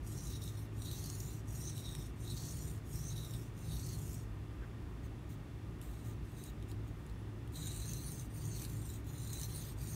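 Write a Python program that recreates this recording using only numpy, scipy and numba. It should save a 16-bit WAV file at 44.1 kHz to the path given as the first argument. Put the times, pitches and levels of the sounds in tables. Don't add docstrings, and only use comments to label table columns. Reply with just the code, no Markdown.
import sys
import numpy as np
from scipy import signal
from scipy.fft import rfft, irfft, next_fast_len
from scipy.io import wavfile
from scipy.ndimage import map_coordinates
from numba import njit

SR = 44100
rng = np.random.default_rng(int(sys.argv[2]) if len(sys.argv) > 2 else 0)


def digitize_waveform(pressure):
    field = np.atleast_2d(pressure).T
    bounded = np.clip(field, -1, 1)
    quanta = np.round(bounded * 32767).astype(np.int16)
    wavfile.write(sys.argv[1], SR, quanta)


N = 438794
TIME = np.arange(N) / SR
CUTOFF_HZ = 15720

# (frequency [Hz], relative density [dB per Hz])
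AIR_SPECTRUM = [(20, -18), (36, -9), (52, 7.5), (85, -1), (160, -1.5), (190, -8.5), (370, -9.5),
                (500, -20.5), (1100, -24), (1600, -28), (2200, -29.5), (4500, -39), (10000, -44.5),
                (16000, -48.5)]
AIR_DB = -47.5
# (frequency [Hz], width [Hz], level [dB])
ROOM_TONES = [(57.6, 20.5, -54.5), (1209, 43, -77), (1829, 40, -78.5), (1877, 25, -81.5), (2665, 23, -86.5),
              (2755, 41, -83), (3490, 170, -81)]
# (frequency [Hz], pitch wander [Hz], relative level [dB])
HUM_PARTIALS = [(106.9, 2.51, 1.5), (214.1, 2.98, -17.5), (256.3, 5.4, -17.5), (297, 7, -13.5),
                (357.5, 9, -19)]
# (time [s], level [dB])
HUM_UNEVENNESS = [(0.0, -50.5), (0.83, -46.5), (0.99, -50.5), (1.13, -48), (3.85, -49), (5.76, -51),
                  (5.85, -63), (6.1, -44), (6.43, -52), (6.79, -43), (7.06, -53), (7.34, -46.5),
                  (8.09, -50.5), (8.76, -45), (9.7, -50), (9.95, -50.5)]
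HUM_TRIM_DB = -1.4

# (frequency [Hz], width [Hz], relative level [dB])
COUNTER_MODES = [(70, 47, -1), (125, 36, 3), (154, 28, -0.5)]
RESTING_RUMBLE_DB, RUMBLE_TRIM_DB = -56, -1.5

# (start [s], length [s], level [dB], centre [Hz], width [Hz])
RUSTLES = [(4.5, 0.25, -73, 1200, 900), (4.618, 0.033, -61, 1500, 500), (4.803, 0.14, -70.5, 1090, 600),
           (5.0, .08, -74, 2100, 800)]
# (start [s], length [s], level [dB], pitch [Hz], rise [Hz/s])
SQUEAK = (7.11, .13, -81, 9780, 3300)

# (time [s], peak before trim [dB], band centre [Hz])
CATCHES = [(0.439, -38, 8650), (0.4774, -40, 3700), (0.9132, -35, 3910), (1.0998, -34, 6430),
           (1.2033, -36.5, 6000), (1.6964, -38, 3840), (1.7786, -37, 3810), (1.9511, -34, 3760),
           (5.8148, -41, 3540), (6.438, -38.5, 9000), (6.6258, -48, 3860), (6.7153, -42.5, 4100),
           (7.065, -49, 9040), (7.0967, -51, 3990), (7.4755, -47.5, 3560), (7.777, -40, 4030),
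           (7.857, -37, 6400), (7.934, -31.5, 6020), (8.6218, -37, 8750), (8.6502, -36, 4720),
           (9.3312, -31, 7390), (9.397, -33, 8090), (9.4141, -32, 6830), (9.4332, -31, 6020)]
CATCH_TRIM_DB = -1.5
CRACK_HZ, CRACK_WIDTH_HZ = 7960, 4900

# (start [s], length [s], rasp at the middle [dB], swell over the rub [dB], relative ring [dB])
RUBS = [(5.037, .03, -66, 0, -8), (5.293, 0.057, -66.5, -5, -8), (5.816, 0.222, -66.5, -4, -1),
        (6.042, 0.1, -63.5, -3, -1), (6.23, .13, -73, 9, 0), (6.364, 0.14, -62.5, -1, 4),
        (6.682, 0.042, -62.5, -2, -1), (6.87, .025, -70, 0, -1), (6.954, .15, -78, 4, -3)]
RUB_EDGE_S = 0.0069
# (start [s], length [s], rasp at mid-stroke [dB],
# rise [s], sag over the stroke [dB], relative ring [dB], rumble before trim [dB])
EDGE_STROKES = [(0.0, 0.68, -56, 0.12, -4, -3, -49), (.71, .72, -55.5, 0.16, 0.5, 0, -49.5),
                (1.43, .7, -57.5, 0.15, 3, 1, -49.5), (2.13, 0.68, -55.5, 0.23, 4.5, 1.5, -46),
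                (2.82, .7, -57.5, 0.14, 5.5, -1, -45.5), (3.52, 0.75, -56, .2, 3.5, -1, -43)]
TIP_STROKES = [(7.51, .78, -56, 0.074, 4, 2.5, -46.5), (8.29, .735, -59.5, .08, 4.5, 1, -48),
               (9.025, .725, -55.5, 0.11, -6.5, -2.5, -45.5), (9.75, 0.8, -52.5, 0.068, -12.5, -1, -46)]
# (rise exponent [1], braking time [s], fall exponent [1])
EDGE_TURN = (1.18, 0.13, 0.95)
TIP_TURN = (.95, .1, 0.81)

UNSTEADY_DB, UNSTEADY_HZ = 0.88, 21
# (start [s], length [s], change [dB])
BITES = [(0.376, 0.039, -7), (0.42, .06, 0), (0.498, 0.072, -8), (1.708, 0.044, -4.5), (1.765, 0.029, 2),
         (1.814, 0.023, -4), (2.294, 0.037, 2), (3.135, 0.024, -6.5), (8.544, 0.11, 6), (8.89, 0.081, 4),
         (9.326, 0.13, 3)]
BITE_EDGE_S = 0.005

# (frequency [Hz], relative density [dB per Hz])
EDGE_COLOUR = [(700, -14), (2000, -12.5), (2800, -8.5), (3600, -4), (4300, -3), (4850, -6), (5800, 3.5),
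               (7500, 0.5), (9400, 1), (10400, -4.5), (11200, 1), (13000, -2), (15800, -3)]
TIP_COLOUR = [(700, -6), (2000, -5.5), (2900, -5), (3900, -0.5), (5100, -7.5), (6200, 2.5), (7800, 1),
              (9400, 3), (10400, -7), (11600, -0.5), (13000, 1), (15800, -2)]
EDGE_HISS_BEND, TIP_HISS_BEND = -0.05, 0.09
# (frequency [Hz],
# width [Hz], relative level [dB], spot [strokes], reach [strokes], glide [Hz/stroke])
EDGE_MODES = [(3830, 350, 0.5, 0.59, 0.18, -600), (3860, 450, -2.5, 1.225, 0.093, 0),
              (4350, 550, -5, 1.464, .13, 0), (6020, 540, 6, 0.33, 0.058, 4000),
              (5530, 300, -6.5, 0.59, 0.26, -200), (6200, 1400, -3.5, 1.46, 0.11, 500),
              (6900, 370, -7, 1.68, 0.17, 2000), (6700, 480, -3, 0.075, .1, 1500),
              (8770, 400, -4, 0.27, .12, 4200), (8500, 620, -7, 0.32, 0.68, 2),
              (9030, 480, -7, 1.12, 0.24, 0), (9600, 670, -6.5, 1.63, 0.041, -2000),
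              (11760, 1500, -4.5, 0.14, 0.071, 6009), (11660, 780, -12.5, 1.95, 0.069, 0)]
TIP_MODES = [(3970, 360, -2.5, 0.26, 0.36, 200), (4460, 250, -12, 0.71, 0.12, 2500),
             (4560, 360, -8.5, 1.2, 0.23, -1400), (7000, 420, -4, 0.23, 0.12, 1196),
             (6230, 600, -1, 0.52, .1, -800), (6400, 505, -6, 0.83, 0.092, -500),
             (6400, 690, 2.5, 1.277, 0.065, -600), (7200, 500, -5.5, 1.75, 0.13, 0),
             (8750, 610, -1.5, 0.35, 0.14, 296), (9320, 860, 4, 0.75, 0.037, 0),
             (8960, 560, -2, 1.11, 0.19, 600), (8510, 550, -3, 1.8, 0.16, -400),
             (13000, 600, -10, 0.74, .12, 0), (13400, 500, -6, 1.16, 0.082, 4000)]
HEAVY_RING, FIRM_DB, LOW_MODE_HZ = 0.56, -56, 4000


def from_db(db):
    return 10 ** (np.asarray(db) / 20)


def rms_one(x):
    return x / np.sqrt(np.mean(x ** 2) + 1e-20)


def level(rows):
    return from_db(np.interp(TIME, *np.transpose(rows)))


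def held(start, length, edge_s):
    inside_s = np.minimum(TIME - start, start + length - TIME)
    return np.clip(0.5 + inside_s / (2 * edge_s), 0, 1)


def drift(rate_hz, size=N):
    hop = 40
    settle = 2000
    r = np.exp(-2 * np.pi * rate_hz * hop / SR)
    steps = rng.standard_normal(size // hop + settle + 2)
    slow = signal.lfilter([1], [1, -2 * r, r * r], steps)[settle:]
    return np.interp(np.arange(size) / hop, np.arange(len(slow)), rms_one(slow))


def fading(clicks, fade_s):
    return signal.lfilter([1], [1, -np.exp(-1 / (fade_s * SR))], clicks + 1e-18)


def coloured(x, spectrum):
    hz, db = np.transpose(spectrum)
    size = next_fast_len(N + SR // 10)
    bins = np.maximum(np.fft.rfftfreq(size, 1 / SR), 1)
    gain = from_db(np.interp(np.log(bins), np.log(hz), db)) * (bins < CUTOFF_HZ)
    return irfft(rfft(x, size) * rms_one(gain), size)[:N]


def resonance(x, hz, width_hz):
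    b, a = signal.iirpeak(hz, hz / width_hz, fs=SR)
    return signal.lfilter(b, a, x)


def narrow_noise(hz, width_hz):
    noise = rng.standard_normal(N + SR)
    ringing = resonance(resonance(noise, hz, width_hz), hz, width_hz)
    return rms_one(ringing[SR:])


@njit
def resonate(x, turn, r):
    out, state = np.zeros(len(x)), 0j
    for i in range(len(x)):
        state = state * r * complex(np.cos(turn[i]), np.sin(turn[i])) + x[i] + 1e-18
        out[i] = state.real
    return out * np.sqrt(2 * (1 - r * r))


def gliding_noise(hz, width_hz):
    turn = 2 * np.pi * hz / SR
    r = np.exp(-np.pi * width_hz / SR)
    noise = rng.standard_normal(len(hz))
    return resonate(resonate(noise, turn, r), turn, r)


def room_air():
    return from_db(AIR_DB) * coloured(rng.standard_normal(N), AIR_SPECTRUM)


def room_tones():
    return sum(from_db(db) * narrow_noise(hz, width) for hz, width, db in ROOM_TONES)


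def wavering_tone(hz, wander_hz, waver):
    phase = 2 * np.pi * np.cumsum(hz + wander_hz * drift(5.99)) / SR
    return rms_one(np.sin(phase) * (1 + waver * drift(7.7)))


def appliance_hum():
    hum = sum(from_db(db) * wavering_tone(hz, wander, waver=0.24) for hz, wander, db in HUM_PARTIALS)
    return from_db(HUM_TRIM_DB) * level(HUM_UNEVENNESS) * hum


def kitchen(x, t60, wet_db):
    t = np.arange(SR // 2) / SR
    tail = rng.standard_normal(len(t)) * from_db(-60 * t / t60) * (t > 0.004)
    reflected = signal.fftconvolve(x, tail / np.linalg.norm(tail))[:N]
    return x + from_db(wet_db) * reflected


def counter(shaking):
    rumble = sum(from_db(db) * narrow_noise(hz, width) for hz, width, db in COUNTER_MODES)
    strength = np.hypot(shaking, from_db(RESTING_RUMBLE_DB))
    return from_db(RUMBLE_TRIM_DB) * strength * rms_one(rumble)


def grip():
    rustle = np.zeros(N)
    for start, length, db, hz, width_hz in RUSTLES:
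        rustle += held(start, length, edge_s=0.013) * from_db(db) * narrow_noise(hz, width_hz)
    return rustle * from_db(2 * drift(14))


def squeak(width_hz):
    start, length, db, hz, rise_hz = SQUEAK
    pitch_hz = hz + rise_hz * np.clip(TIME - start, 0, length)
    whistle = rms_one(gliding_noise(pitch_hz, width_hz))
    return held(start, length, edge_s=0.02) * from_db(db) * whistle


def catches(fade_s, width_hz, crack_db):
    out, t = np.zeros(N + SR), np.arange(SR // 20) / SR
    for start, db, hz in CATCHES:
        burst = rng.standard_normal(len(t)) * np.exp(-t / fade_s)
        band = resonance(burst, hz, width_hz)
        crack = resonance(burst, CRACK_HZ, CRACK_WIDTH_HZ)
        tick = band + from_db(crack_db) * crack
        at = int(start * SR)
        out[at:at + len(t)] += from_db(db + CATCH_TRIM_DB) * tick / abs(tick).max()
    return out[:N]


def rubs():
    rasp, ring = np.zeros((2, N))
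    for start, length, db, swell_db, ring_db in RUBS:
        touch = held(start, length, RUB_EDGE_S)
        from_middle = np.clip((TIME - start) / length - 0.5, -0.5, 0.5)
        rasp += touch * from_db(db + swell_db * from_middle)
        ring += touch * ring_db
    return rasp, ring


def stroking(strokes, turn):
    rasp, ring, rumble, travel = np.zeros((4, N))
    rise_power, braking_s, fall_power = turn
    for start, length, db, rise_s, sag_db, ring_db, rumble_db in strokes:
        now = (TIME >= start) & (TIME < start + length)
        t = TIME[now] - start
        gathering = np.clip(t / rise_s, 0, 1) ** rise_power
        braking = np.clip((length - t) / braking_s, 0, 1) ** fall_power
        speed = gathering * braking
        rasp[now] = speed * from_db(db - sag_db * (t / length - 0.5))
        ring[now] = ring_db
        rumble[now] = speed * from_db(rumble_db)
        travel += np.clip((TIME - start) / length, 0, 1)
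    return rasp, ring, rumble, travel


def pressure():
    bites_db = sum(db * held(start, length, BITE_EDGE_S) for start, length, db in BITES)
    return from_db(UNSTEADY_DB * drift(UNSTEADY_HZ) + bites_db)


def grit(coarse_per_s, coarse_db, crush_s):
    sizes = from_db(coarse_db + 2.8 * np.minimum(rng.exponential(1, N), 4))
    struck = rng.random(N) < coarse_per_s / SR
    crushed = fading(struck * sizes ** 2, crush_s)
    return rms_one(np.sqrt(1 + crushed))


def weak_modes(pitch, patchy_db, shift_hz, count=54):
    size = next_fast_len(N, real=True)
    white = rfft(rng.standard_normal(size)).astype(np.complex64)
    bins = np.fft.rfftfreq(size, 1 / SR)
    centres, step = np.linspace(0, 0.4 * SR, count, retstep=True)
    hiss = np.zeros(N)
    for hz in centres:
        band = irfft(white * (abs(bins - hz) < step / 2), size)[:N]
        hiss += band * from_db(patchy_db * np.tanh(drift(shift_hz)))
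    return rms_one(map_coordinates(hiss, [np.cumsum(pitch)], order=3, mode="wrap"))


def tracks(modes, travel, force):
    heavy_db = HEAVY_RING * np.clip(20 * np.log10(force + 1e-9) - FIRM_DB, -20, 2)
    for hz, width_hz, db, spot, reach, glide_hz in modes:
        past = (travel - spot + 1) % 2 - 1
        away_db = 10 * np.log10(1 + (past / reach) ** 4)
        pitch_hz = hz + glide_hz * np.clip(past, -2 * reach, 2 * reach)
        yield pitch_hz, db - away_db + heavy_db * (LOW_MODE_HZ / hz) ** 2, width_hz


def blade(friction, hiss, modes, ring_db, broad_db, chatter_db, jitter):
    out, size = from_db(broad_db) * hiss, len(hiss)
    for hz, db, width_hz in modes:
        ring = gliding_noise(hz * (1 + jitter * drift(32, size)), width_hz)
        chatter = from_db(chatter_db * np.tanh(drift(16, size)))
        out = out + from_db(db + ring_db) * rms_one(ring * chatter)
    return out * friction


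def scene():
    background = room_air() + room_tones() + appliance_hum()
    edge_rasp, edge_ring, edge_rumble, edge_travel = stroking(EDGE_STROKES, EDGE_TURN)
    tip_rasp, tip_ring, tip_rumble, tip_travel = stroking(TIP_STROKES, TIP_TURN)
    rub_rasp, rub_ring = rubs()

    force = pressure() * (edge_rasp + rub_rasp + tip_rasp)
    friction = force * grit(coarse_per_s=140, coarse_db=-2.0, crush_s=0.0019)
    edge = np.arange(N) < N // 2
    tip = ~edge
    far = np.sin(np.pi * (edge_travel + tip_travel) / 2) ** 2
    bend = np.where(edge, EDGE_HISS_BEND, TIP_HISS_BEND)
    hiss = weak_modes(1 + bend * (far - 0.5), patchy_db=7.5, shift_hz=10.3)

    edge_steel = blade(
        friction[edge], coloured(hiss, EDGE_COLOUR)[edge],
        tracks(EDGE_MODES, edge_travel[edge], force[edge]),
        edge_ring[edge] - 1.5, broad_db=-2.5, chatter_db=4.5, jitter=0.012)
    tip_steel = blade(
        friction[tip], coloured(hiss, TIP_COLOUR)[tip],
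        tracks(TIP_MODES, tip_travel[tip], force[tip]),
        (tip_ring + rub_ring)[tip] - 2.5, broad_db=-2.0, chatter_db=4.5, jitter=0.013)
    steel = np.concatenate([edge_steel, tip_steel])
    steel += catches(fade_s=0.0018, width_hz=720, crack_db=-6.5)
    steel += squeak(width_hz=200)

    close = kitchen(steel, t60=0.094, wet_db=-8.5)
    mix = background + counter(edge_rumble + tip_rumble) + grip() + close
    return mix[None]


def record(dry):
    bass_cut = signal.butter(2, 19, "high", fs=SR, output="sos")
    top_cut = signal.ellip(16, 0.1, 70, CUTOFF_HZ, fs=SR, output="sos")
    return signal.sosfilt(top_cut, signal.sosfilt(bass_cut, dry))


dry = scene()
out = record(dry)
digitize_waveform(out)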